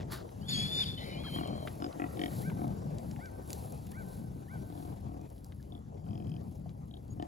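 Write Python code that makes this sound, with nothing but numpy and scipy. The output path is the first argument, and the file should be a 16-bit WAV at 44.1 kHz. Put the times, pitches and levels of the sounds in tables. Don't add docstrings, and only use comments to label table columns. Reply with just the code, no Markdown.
import sys
import numpy as np
from scipy import signal
from scipy.fft import rfft, irfft
from scipy.io import wavfile
from scipy.ndimage import uniform_filter1d

SR = 44100
rng = np.random.default_rng(int(sys.argv[2]) if len(sys.argv) > 2 else 0)


def nominal_scale(level):
    x = np.asarray(level, float) / 20
    return 10 ** x


def wav_out(sig):
    wavfile.write(sys.argv[1], SR, np.round(np.clip(np.atleast_2d(sig).T, -1, 1) * 32767).astype(np.int16))


N = 320607

# time_s, gust_db, breeze_db
WIND = [(0.0, -46, -51), (0.1, -43.5, -57.5), (0.32, -51.5, -55), (0.44, -43, -57), (1.6, -41.5, -54),
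        (1.9, -49, -50.5), (2.53, -37.5, -55.5), (3.12, -40, -56.5), (3.32, -53, -55), (3.81, -47, -55.5),
        (4.27, -45, -59.5), (5.0, -45.5, -56.5), (5.45, -52, -63), (6.3, -42.5, -62), (6.84, -46.5, -63.5),
        (7.0, -53, -61.5), (7.1, -44, -65), (7.27, -50.5, -55)]
# frequency_hz, level_db
DEEP_SPECTRUM = [(20, -48.5), (35, -16.5), (50, -5.5), (75, -0.5), (100, 0.5), (140, -15), (200, -84.5)]
RUMBLE_SPECTRUM = [(50, -71.5), (80, -13), (125, 7), (200, 1), (300, -9), (450, -23.5), (700, -97.5)]
ROAR_SPECTRUM = [(100, -33), (170, -6), (300, 2), (500, -0.5), (800, -3.5), (1200, -17.5), (1800, -27.5),
                 (3000, -32), (7000, -33), (15000, -52.5)]
# top_s, rise_s, fall_s, level_db
HAY_STIRS = [(0.122, 0.007, 0.0334, -45), (0.33, 0.36, 0.127, -72), (0.72, 0.26, 0.23, -58.5),
             (1.07, 0.2, 0.099, -63), (1.36, 0.112, 0.098, -56), (1.68, 0.126, 0.202, -60.5),
             (2.05, 0.23, 0.105, -69.5), (2.411, 0.296, 0.0975, -53), (2.58, 0.053, 0.33, -63.5),
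             (3.05, 0.188, 1, -66), (3.509, 0.052, 0.306, -55.5), (3.92, 0.16, 0.02, -68),
             (4.15, 0.232, 0.099, -61), (4.82, 0.573, 0.195, -64), (5.4, 0.73, 0.031, -74),
             (5.455, 0.022, 0.051, -70.5), (5.65, 0.39, 0.218, -74.5), (6.05, 0.024, 0.91, -78),
             (6.57, 0.446, 0.052, -73.5), (7.25, 1, .3, -78.5)]
# frequency_hz, level_db
HISS_SPECTRUM = [(900, 9), (1800, -9), (2700, -9.5), (4000, -2.5), (5500, -8.5), (8000, -4.5), (10000, 1.5),
                 (12000, -1), (14000, -4), (15700, -11.5)]
# top_of_arch_s, top_pitch_hz, length_s, level_db
BIRD_CALLS = [
    (2.48, 785, .12, -47),
    (3.25, 780, .12, -48),
    (3.99, 778, .12, -48),
    (4.538, 778, .12, -50),
]
# harmonic_number, level_db
BIRD_HARMONICS = [
    (2, 0),
    (3, -11),
    (5, -27),
]
# start_s, pitch_hz, length_s, level_db
CHIRP = (7.095, 6700, .045, -64)
# start_s, peak_db, centre_hz
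SNAPS = [(0.001, -43, 2500), (0.0074, -38, 2050), (0.009, -44, 3700), (0.017, -41.5, 2500),
         (0.023, -44.5, 4090), (0.029, -40.5, 3230), (0.291, -44, 3200), (0.121, -32, 4920),
         (1.236, -36, 2100), (1.4746, -33.5, 7500), (1.927, -41, 3200), (2.6789, -38.5, 8000),
         (3.4756, -37, 8000), (1.673, -26.5, 2176), (1.6808, -32.5, 2500), (2.4984, -34, 1980),
         (2.984, -34, 5800), (3.1124, -36, 4300), (3.162, -44.5, 2000), (3.2576, -37, 4200),
         (3.504, -27, 6400), (3.5306, -18.5, 8020), (3.7233, -29, 10400), (3.867, -30.5, 12300),
         (3.87, -43.5, 3360), (3.917, -29, 11300), (3.919, -45, 2600), (4.2145, -54.5, 3200),
         (4.2127, -50.5, 10300), (5.3014, -39.5, 10500), (5.38, -50, 5000), (5.445, -31.5, 10480),
         (5.465, -45, 9000), (5.522, -42.5, 2500), (5.6275, -46, 6060), (5.2137, -44, 7980),
         (5.2905, -53, 9000), (5.6083, -50, 8000), (5.929, -58.5, 7000), (5.9444, -57.5, 4000),
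         (5.972, -59, 2600), (5.9794, -57.5, 3600), (5.996, -56.5, 8000), (6.0557, -55.5, 9000),
         (6.179, -49.5, 9000), (6.2423, -54, 8000), (6.277, -59, 4000), (6.2987, -43.5, 9000),
         (6.555, -41, 11800), (6.8639, -59, 8000), (6.95, -59.5, 3700), (7.0804, -50, 6600),
         (7.176, -56, 6000), (7.2241, -38, 5900), (6.6925, -45.5, 3200)]
# start_s, peak_db, resonance_hz
THUDS = [
    (2.515, -44.5, 898),
    (3.19, -43.5, 716),
    (5.599, -64, 1710),
    (6.659, -44.5, 675),
]
# time_s, level_db
SNORT = [
    (0.09, -81.5),
    (0.126, -62),
    (0.235, -78.5),
]
# frequency_hz, level_db
SNORT_SPECTRUM = [(750, -7.5), (1150, 11.5), (1550, 7.5), (2500, -4), (4500, 5.5), (5800, -7),
                  (9000, -10.5), (12500, -12), (15000, -13.5)]
# start_s, length_s, top_pitch_hz, level_db
YIPS = [
    (1.245, 0.0281, 1378, -53.5),
    (1.262, .046, 1759, -58),
]
# start_s, length_s, from_hz, to_hz, level_db
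STRANDS = [(0.502, 0.0327, 4750, 5050, -45), (0.535, 0.145, 2480, 2310, -58),
           (0.53, 0.11, 5400, 5600, -62.5), (0.75, .09, 5204, 4980, -57), (0.785, .07, 2300, 2600, -66),
           (0.985, 0.153, 1980, 2121, -56), (1.022, 0.253, 2275, 2474, -58),
           (1.057, 0.11, 3910, 3653, -56.5), (1.245, 0.056, 4200, 4300, -57.5),
           (1.375, 0.0445, 3156, 2726, -57.5), (1.443, 0.034, 3047, 2760, -54),
           (5.19, .12, 2455, 2502, -77.5)]
# first_pulse_s, last_pulse_s, pulse_count, mouth_shape_index
GRUNTS = [(1.36, 1.433, 4, 0), (1.457, 1.675, 10, 11), (1.8, 1.8635, 4, 1), (1.997, 2.061, 4, 2),
          (2.1705, 2.28, 6, 3), (2.566, 2.692, 6, 4), (4.7, 4.925, 10, 5), (5.066, 5.242, 8, 6),
          (5.722, 5.861, 6, 7), (6.04, 6.222, 9, 8), (6.2455, 6.3635, 6, 8), (6.882, 6.968, 4, 9),
          (7.171, 7.25, 4, 10)]
# place_of_top (0-1), chest_db, mouth_db, bend_db
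GRUNT_EFFORT = [(0.37, -38.5, -48.5, 13), (0.21, -48.5, -46, 5), (0.57, -37, -46, 45.5),
                (0.36, -35, -46, 28.5), (0.51, -35.5, -46, 57.5), (0.48, -38, -50.5, 65.5),
                (0.39, -48, -74.5, 15), (0.45, -47.5, -82.5, 50), (0.0, -50, -65, 56),
                (0.62, -48, -68, 35.5), (1.0, -52, -66, 8.5), (0.68, -55.5, -63.5, 44),
                (0.54, -39, -56, 91.5)]
# frequency_hz, width_hz, level_db
CHEST = [
    (300.4, 38.2, 0),
    (706.6, 51.8, -4),
    (1190, 138, -9),
]
# frequency_hz, width_hz, level_db
MOUTHS = [
    [(1120, 110, 4), (1430, 120, 0), (1850, 100, -9)],
    [(1150, 200, 8), (1350, 120, 8), (2450, 200, -4), (3060, 200, -3), (3530, 200, -1), (5000, 150, 1)],
    [(1330, 120, 2), (1930, 100, 0), (2200, 150, -4), (2500, 110, -4), (3050, 150, -12)],
    [(1900, 100, -6), (2250, 110, -5), (3150, 180, 1), (3600, 220, 0), (4720, 130, -15), (5600, 200, -15)],
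    [(620, 150, 18), (1100, 200, 8), (2220, 150, -2)],
    [(2500, 250, -6), (3500, 250, 0), (4400, 300, 0)],
    [(2500, 200, 0), (3050, 200, -3), (4600, 250, 0)],
    [(3480, 170, 0), (5000, 400, -14)],
    [(2540, 120, -6), (3160, 130, 0), (5000, 250, 1)],
    [(3300, 200, -3), (3700, 250, 0)],
    [(720, 90, 6), (1770, 120, 0), (2670, 160, -6), (3080, 120, 1), (3620, 160, -2), (4700, 400, -3)],
    [(625, 70, 6), (1080, 110, 0), (1400, 150, -12)],
]
# time_s, middle_partial_hz, effort_db, low_partial_over_effort_db
WHINE = [(0.97, 3050, -46.5, -8.5), (1.005, 3050, -52.5, -3.5), (1.04, 3110, -51.5, -2.5),
         (1.09, 3020, -59, 4.5), (1.16, 2943, -57, -1), (1.195, 3220, -58.5, 0), (1.225, 3380, -61.5, -0.5),
         (1.3, 3350, -67.5, -3.5)]
WHINE_TAIL = [(1.232, 3260, -57.5, -2.5), (1.27, 3190, -49, -9), (1.315, 3120, -53.5, -7),
              (1.372, 3192, -41, -16), (1.4, 3189, -54.5, -6), (1.47, 3180, -55, -5),
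              (1.52, 3096, -60.5, -6), (1.57, 3225, -60.5, -8.5), (1.665, 3110, -65, -10.5)]
# time_s, whistle_hz, effort_db, rasp_over_effort_db, octave_over_effort_db
SQUEAL = [
    [(0.41, 2835, -72.5, 9, -17), (0.464, 3416, -65, -23, -14), (0.482, 3560, -58, 5.5, -5)],
    [(0.482, 3493, -48, -0.5, -1.5), (0.498, 3430, -45, -1.5, 1.5), (0.518, 3690, -45.5, 4.5, -14),
     (0.546, 3286, -44, 0.5, -8), (0.602, 3376, -43, -4, -2.5), (0.625, 3380, -44.5, -1.5, -10),
     (0.69, 3433, -48, -4.5, -14)],
    [(0.686, 3495, -52, -4, -15.5), (0.74, 3535, -41.5, -20.5, -15), (0.76, 3558, -44, -9.5, -13),
     (0.805, 3574, -37.5, -15, -20.5), (0.826, 3524, -39, -13, -16), (0.846, 3432, -42.5, -4, -13)],
    [(0.846, 3500, -52, -4, -19.5), (0.876, 3552, -45, -10, -25), (0.966, 3487, -59.5, -11, -22),
     (0.98, 3566, -59, -9, -21.5), (1.05, 3527, -66, -8.5, -22)],
]
SQUEAL_ROUGH = [.4, .4, .45, .95]
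SQUEAL_BREAK = [0, 0, .2, 0]
# time_s, pitch_hz
RASP_PITCH = [(0.41, 4660), (0.5, 4525), (0.545, 4440), (0.575, 4587), (0.65, 4368), (0.71, 4490),
              (0.77, 4844), (0.82, 4777), (0.9, 4404)]
# frequency_hz, level_db
BREATH_SPECTRUM = [(1200, 1.5), (2100, 0), (2900, -0.5), (4500, 9.5), (5600, -4.5), (8000, -17),
                   (11000, -6.5), (13000, -37.5)]
# frequency_hz, lead_rad
NEST_TURN = [(0, 0), (340, 1.5), (860, 2.7), (1400, 3.5), (2400, 5.6), (3450, 8.1), (3960, 8.6),
             (4480, 10.3), (5000, 11.2), (6030, 15.7), (6600, 18.2), (7100, 18.6), (15400, 6.3),
             (22050, 6.3)]
FIELD_TURN = [(0, 0), (200, .6), (340, 1.4), (600, 2.4), (900, 2.9), (1400, 2.8), (1900, .9), (2400, 0),
              (7000, 0), (15400, -12.5), (22050, -12.5)]
FRONT_TURN = [(0, 0), (1400, 0), (2100, .7), (3000, 1), (4100, .8), (5500, 0), (7000, 0), (15400, -12.5),
              (22050, -12.5)]
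# frequency_hz, left_minus_right_db
LEFT_OVER = [(60, 3), (210, 4), (770, 5), (1200, 1), (1800, 1), (2700, 2.5), (4200, 3), (6400, .5),
             (15000, 0)]


def evened(x):
    return x / np.sqrt(np.mean(abs(x) ** 2) + 1e-20)


def drift(n, size, passes=1):
    x = rng.standard_normal(n)
    for _ in range(passes):
        x = uniform_filter1d(x, size=size)
    return evened(x)


def read(points, hz):
    f, value = np.transpose(points)
    return np.interp(np.log(hz + 1), np.log(f + 1), value)


def curves(rows):
    s, *columns = np.transpose(rows)
    t = np.arange(s[0], s[-1], 1 / SR)
    return s[0], [np.interp(t, s, c) for c in columns]


def add(mix, s, sound):
    part = mix[max(round(s * SR), 0):][:len(sound)]
    part += sound[:len(part)]


def coloured(n, points):
    z = rfft(rng.standard_normal(n))
    return evened(irfft(z * nominal_scale(read(points, np.fft.rfftfreq(n, 1 / SR))), n))


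def whistle(hz, width_hz, rough):
    r = np.exp(-np.pi * width_hz / SR)
    flutter = rng.standard_normal(len(hz)) + 1j * rng.standard_normal(len(hz))
    flutter = evened(signal.lfilter([1], np.convolve([1, -r], [1, -r]), flutter))
    rough = np.clip(rough, 0, 1)
    envelope = np.sqrt(1 - rough ** 2) + rough * flutter
    return np.sqrt(2) * (envelope * np.exp(2j * np.pi * np.cumsum(hz) / SR)).real


def ring(modes, detune, rise):
    t = np.arange(1300) / SR
    x = np.zeros(len(t))
    for (hz, width_hz, db), d in zip(modes, detune):
        x += nominal_scale(db) * np.exp(-np.pi * width_hz * t) * np.sin(2 * np.pi * hz * d * t)
    x = x * (1 - np.exp(-t / rise)) ** 2
    return x / np.linalg.norm(x)


def air(points, patchy_db, flicker_db, same, size=1024):
    frames, hz = 4 * N // size + 5, np.fft.rfftfreq(size, 1 / SR)
    a, b, c, d, patches = rng.standard_normal((frames, len(hz), 5)).T
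    patches = evened(uniform_filter1d(uniform_filter1d(patches, size=10, axis=0), size=10, axis=1))
    left = a + 1j * b
    z = np.array([left, same * left + np.sqrt(1 - same ** 2) * (c + 1j * d)])
    z *= nominal_scale(read(points, hz)[:, None] + patchy_db * patches + flicker_db * drift(frames, 3))
    return evened(signal.istft(z, nperseg=size, noverlap=3 * size // 4)[1][:, :N])


def reflected(x, tail, db):
    return nominal_scale(db) * signal.fftconvolve(x[None], tail / np.linalg.norm(tail[0]), axes=1)[:, :N]


def ports(x, turn):
    hz = np.fft.rfftfreq(N, 1 / SR)
    right = rfft(x[1]) * nominal_scale(-read(LEFT_OVER, hz)) * np.exp(-1j * np.interp(hz, *np.transpose(turn)))
    return np.array([x[0], irfft(right, N)])


def wind():
    s, *levels = np.transpose(WIND)
    gust_db, breeze_db = (np.interp(np.arange(N) / SR, s, db) for db in levels)
    over_calm_db = gust_db + 46
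    deep_db = -47 + 0.12 * over_calm_db
    roar_db = breeze_db + 0.254 * over_calm_db
    x = nominal_scale(deep_db) * air(DEEP_SPECTRUM, patchy_db=0.34, flicker_db=0.62, same=1.0, size=4096)
    x += nominal_scale(gust_db + 2.5) * air(RUMBLE_SPECTRUM, patchy_db=2.5, flicker_db=0.4942, same=0.915, size=2048)
    return x + nominal_scale(roar_db + 8.5) * air(ROAR_SPECTRUM, patchy_db=2.5, flicker_db=1.94, same=.6)


def hay():
    edge_db, rest_db = 11.5, -96
    crackles_per_s = 260
    size = nominal_scale(5.1 * np.minimum(rng.exponential(1, N), 2.6)) * (rng.random(N) < crackles_per_s / SR)
    crackle = signal.oaconvolve(size, coloured(64, HISS_SPECTRUM) * np.hanning(64))[:N]
    smooth = air(HISS_SPECTRUM, patchy_db=.7, flicker_db=1.2, same=.9, size=512)
    t = np.arange(0, N + 64, 64) / SR
    power = nominal_scale(rest_db) ** 2
    for s, rise, fall, db in HAY_STIRS:
        power = power + nominal_scale(db - edge_db * np.maximum((s - t) / rise, (t - s) / fall)) ** 2
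    level_db = np.interp(np.arange(N) / SR, t, 10 * np.log10(power))
    return nominal_scale(level_db + 5.5) * smooth + nominal_scale(0.653 * level_db - 23.5) * evened(crackle)


def bird():
    out = np.zeros(N)
    for s, hz, length, db in BIRD_CALLS:
        u = np.linspace(-1, 1, round(length * SR))
        turns = np.cumsum(hz * (1 - .3 * u ** 2)) / SR
        call = np.zeros(len(u))
        for k, tone_db in BIRD_HARMONICS:
            shape = np.cos(np.pi * u / 2) ** (1.7 if k == 2 else .4)
            loss_db = (k > 2) * (7 * u + 5 * (1 - u ** 2))
            call += nominal_scale(tone_db - loss_db) * np.sin(2 * np.pi * k * turns) * shape
        call = call * (1 + .15 * drift(len(u), 200))
        add(out, s - length / 2, nominal_scale(db + 1) * call)
    t = np.arange(SR // 2) / SR
    tail = rng.standard_normal((2, len(t))) * nominal_scale(-60 * t / 1.6) * (t > .03)
    tail = signal.lfilter(*signal.butter(4, 1750, fs=SR), tail)
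    echo = reflected(out, tail, -21)
    s, hz, length, db = CHIRP
    n = round(length * SR)
    add(out, s, nominal_scale(db) * whistle(np.full(n, hz), 71, rough=0.78) * signal.windows.tukey(n, .6))
    return out + echo


def snaps():
    out, t = np.zeros(N), np.arange(400) / SR
    for s, db, hz in SNAPS:
        tick = coloured(400, [(hz / 4, -16), (hz * 0.43, -3), (hz, 0), (hz * 1.637, -5), (hz * 2.54, -24)])
        add(out, s, nominal_scale(db - 9.0) * tick * np.exp(-t * hz / 8.73) * np.minimum(t / 0.000315, 1))
    return out


def thuds():
    out = np.zeros(N)
    for s, db, hz in THUDS:
        add(out, s, 12 * nominal_scale(db) * ring([(hz, 90, 0)], [1], rise=0.00126))
    return out


def snort():
    s, (db,) = curves(SNORT)
    spit = nominal_scale(2.96 * drift(len(db), 90))
    blast = nominal_scale(db + 18) * evened(spit * coloured(len(db), SNORT_SPECTRUM))
    return s, (blast * signal.windows.tukey(len(db), .2))[:, None]


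def yips():
    out = np.zeros(N)
    for s, length, hz, db in YIPS:
        u = np.linspace(0, 1, round(length * SR))
        bend = np.interp(u, [0, .2, .3, 1], [.75, 1, 1, .62])
        add(out, s, nominal_scale(db) * whistle(hz * bend, 150, rough=.5) * signal.windows.tukey(len(u), .3))
    return out


def strands():
    out = np.zeros(N)
    for s, length, from_hz, to_hz, db in STRANDS:
        hz = np.linspace(from_hz, to_hz, round(length * SR))
        add(out, s, nominal_scale(db) * whistle(hz, 90, rough=.75) * signal.windows.tukey(len(hz), .5))
    return out


def grunts():
    out, t = np.zeros(N), np.arange(300) / SR
    chest_bend = 0.582
    mouth_edge = .2
    for (first, last, count, shape), (top, chest_db, mouth_db, bend_db) in zip(GRUNTS, GRUNT_EFFORT):
        size = np.sqrt((last - first) / (count - 1) * SR)
        mouth_db = mouth_db + bend_db * mouth_edge / 16
        for s in np.linspace(first, last, count):
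            sag_db = bend_db * ((s - first) / (last - first) - top) ** 2
            push, late = rng.standard_normal(2)
            puff = .045 * rng.standard_normal(len(t)) * np.exp(-t / .003)
            puff[0] = 1
            low = ring(CHEST, 1 + 0.0058 * rng.standard_normal(3), rise=.0015)
            low = nominal_scale(chest_db - chest_bend * sag_db + 2.5 + 0.34 * push) * low
            modes = [(hz, width_hz, db + 1.2 * rng.standard_normal()) for hz, width_hz, db in MOUTHS[shape]]
            detune = 1 + .01 * np.clip(rng.standard_normal(len(modes)), -2, 2)
            high = np.convolve(ring(modes, detune, rise=.0006), puff / np.linalg.norm(puff))
            high = nominal_scale(mouth_db - (1 + mouth_edge) * sag_db + 2.5 + .8 * push) * high
            add(out, s + .0004 * late, size * low)
            add(out, s + .0004 * late, size * high)
    return out


def whine(rows):
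    s, (hz, db, low_over) = curves(rows)
    climb = np.sin((s - WHINE[0][0] + np.arange(len(hz)) / SR) * 3.2)
    low_hz, high_hz = 2041 + 273 * climb, 3972 + 186.3 * climb
    low_db, high_db = db + low_over, -57.5 + 0.55 * (db - db.mean())
    x = nominal_scale(db + 1.5) * whistle(hz, 90, rough=.85)
    x += nominal_scale(low_db - 1.5) * whistle(low_hz, 370, rough=1.0)
    x += nominal_scale(high_db) * whistle(high_hz, 256, rough=1.0)
    x += nominal_scale(low_db) * coloured(len(hz), BREATH_SPECTRUM)
    return s, x * signal.windows.tukey(len(x), .08)


def squeal(rows, rough, fall):
    s, (hz, tone_db, rasp_over, octave_over) = curves(rows)
    n = len(hz)
    rasp_db, octave_db = tone_db + rasp_over, tone_db + octave_over
    breath_db = tone_db - 11.5 + 0.2 * rasp_over
    to_end = np.arange(n)[::-1]
    hz = hz * (1 - fall * np.exp(-to_end / SR / .007))
    x = nominal_scale(tone_db + 7) * whistle(hz, 192, rough)
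    x += nominal_scale(octave_db) * (whistle(2 * hz, 150, rough=.85) + nominal_scale(-8) * whistle(3 * hz, 300, rough=.9))
    rasp_hz = np.interp(s + np.arange(n) / SR, *np.transpose(RASP_PITCH)) + 30 * drift(n, 900, passes=2)
    rasp = whistle(rasp_hz, 192, rough=1.0) + nominal_scale(-13.0) * whistle(rasp_hz + 450, 700, rough=0.96)
    x += nominal_scale(rasp_db + 4.0) * rasp
    sums = whistle(hz + rasp_hz, 260, rough=0.85) + whistle(2 * hz + rasp_hz, 490, rough=0.6)
    x += nominal_scale(rasp_db - 16.0) * sums
    x += nominal_scale(breath_db + 12) * coloured(n, BREATH_SPECTRUM)
    return s, x * np.minimum(np.minimum(np.arange(n), to_end) / 130, 1)


def scene():
    nest = grunts() + strands()
    for s, sound in (*map(squeal, SQUEAL, SQUEAL_ROUGH, SQUEAL_BREAK), whine(WHINE), whine(WHINE_TAIL)):
        add(nest, s, sound)
    t = np.arange(4000) / SR
    bale = rng.standard_normal((2, len(t))) * nominal_scale(-60 * t / .11) * (t > .003)
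    nest = nest + reflected(nest, bale, -14)
    wall = signal.lfilter(*signal.butter(3, [900, 2300], 'bandpass', fs=SR), bale * (t < .05))
    slap = reflected(nest[0], wall, -28)
    nest = nest + np.pad(slap, ((0, 0), (round(.085 * SR), 0)))[:, :N]
    front = yips() + snaps() + thuds()
    front = front + reflected(front, bale, -16)
    add(front.T, *snort())
    field = wind() + hay() + bird()
    return ports(nest, NEST_TURN) + ports(front, FRONT_TURN) + ports(field, FIELD_TURN)


def top_cut(x):
    return signal.sosfilt(signal.butter(12, 16830, fs=SR, output="sos"), x)


def record(dry):
    edge_hz, lead_db = 15850, 7
    hole_hz, hole_db = 13600, -41.5
    hz, _, z = signal.stft(np.array([dry[0] + dry[1], dry[0] - dry[1]]) / 2, SR, nperseg=1024)
    power = uniform_filter1d(uniform_filter1d(abs(z) ** 2, size=15, axis=1), size=3, axis=2) + 1e-20
    always = hz < [[7500], [1900]]
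    kept = (power * nominal_scale(2 * lead_db) > power[::-1]) | always[:, :, None]
    treble = power[:, (hz > 3000) & (hz < 8000)].sum((0, 1))
    kept &= ~((hz > hole_hz)[:, None] & (treble > nominal_scale(2 * hole_db)))
    mid, side = signal.istft(z * kept * (hz < edge_hz)[:, None], SR, nperseg=1024)[1][:, :N]
    return top_cut(np.array([mid + side, mid - side]))


dry = scene()
out = record(dry)
wav_out(out)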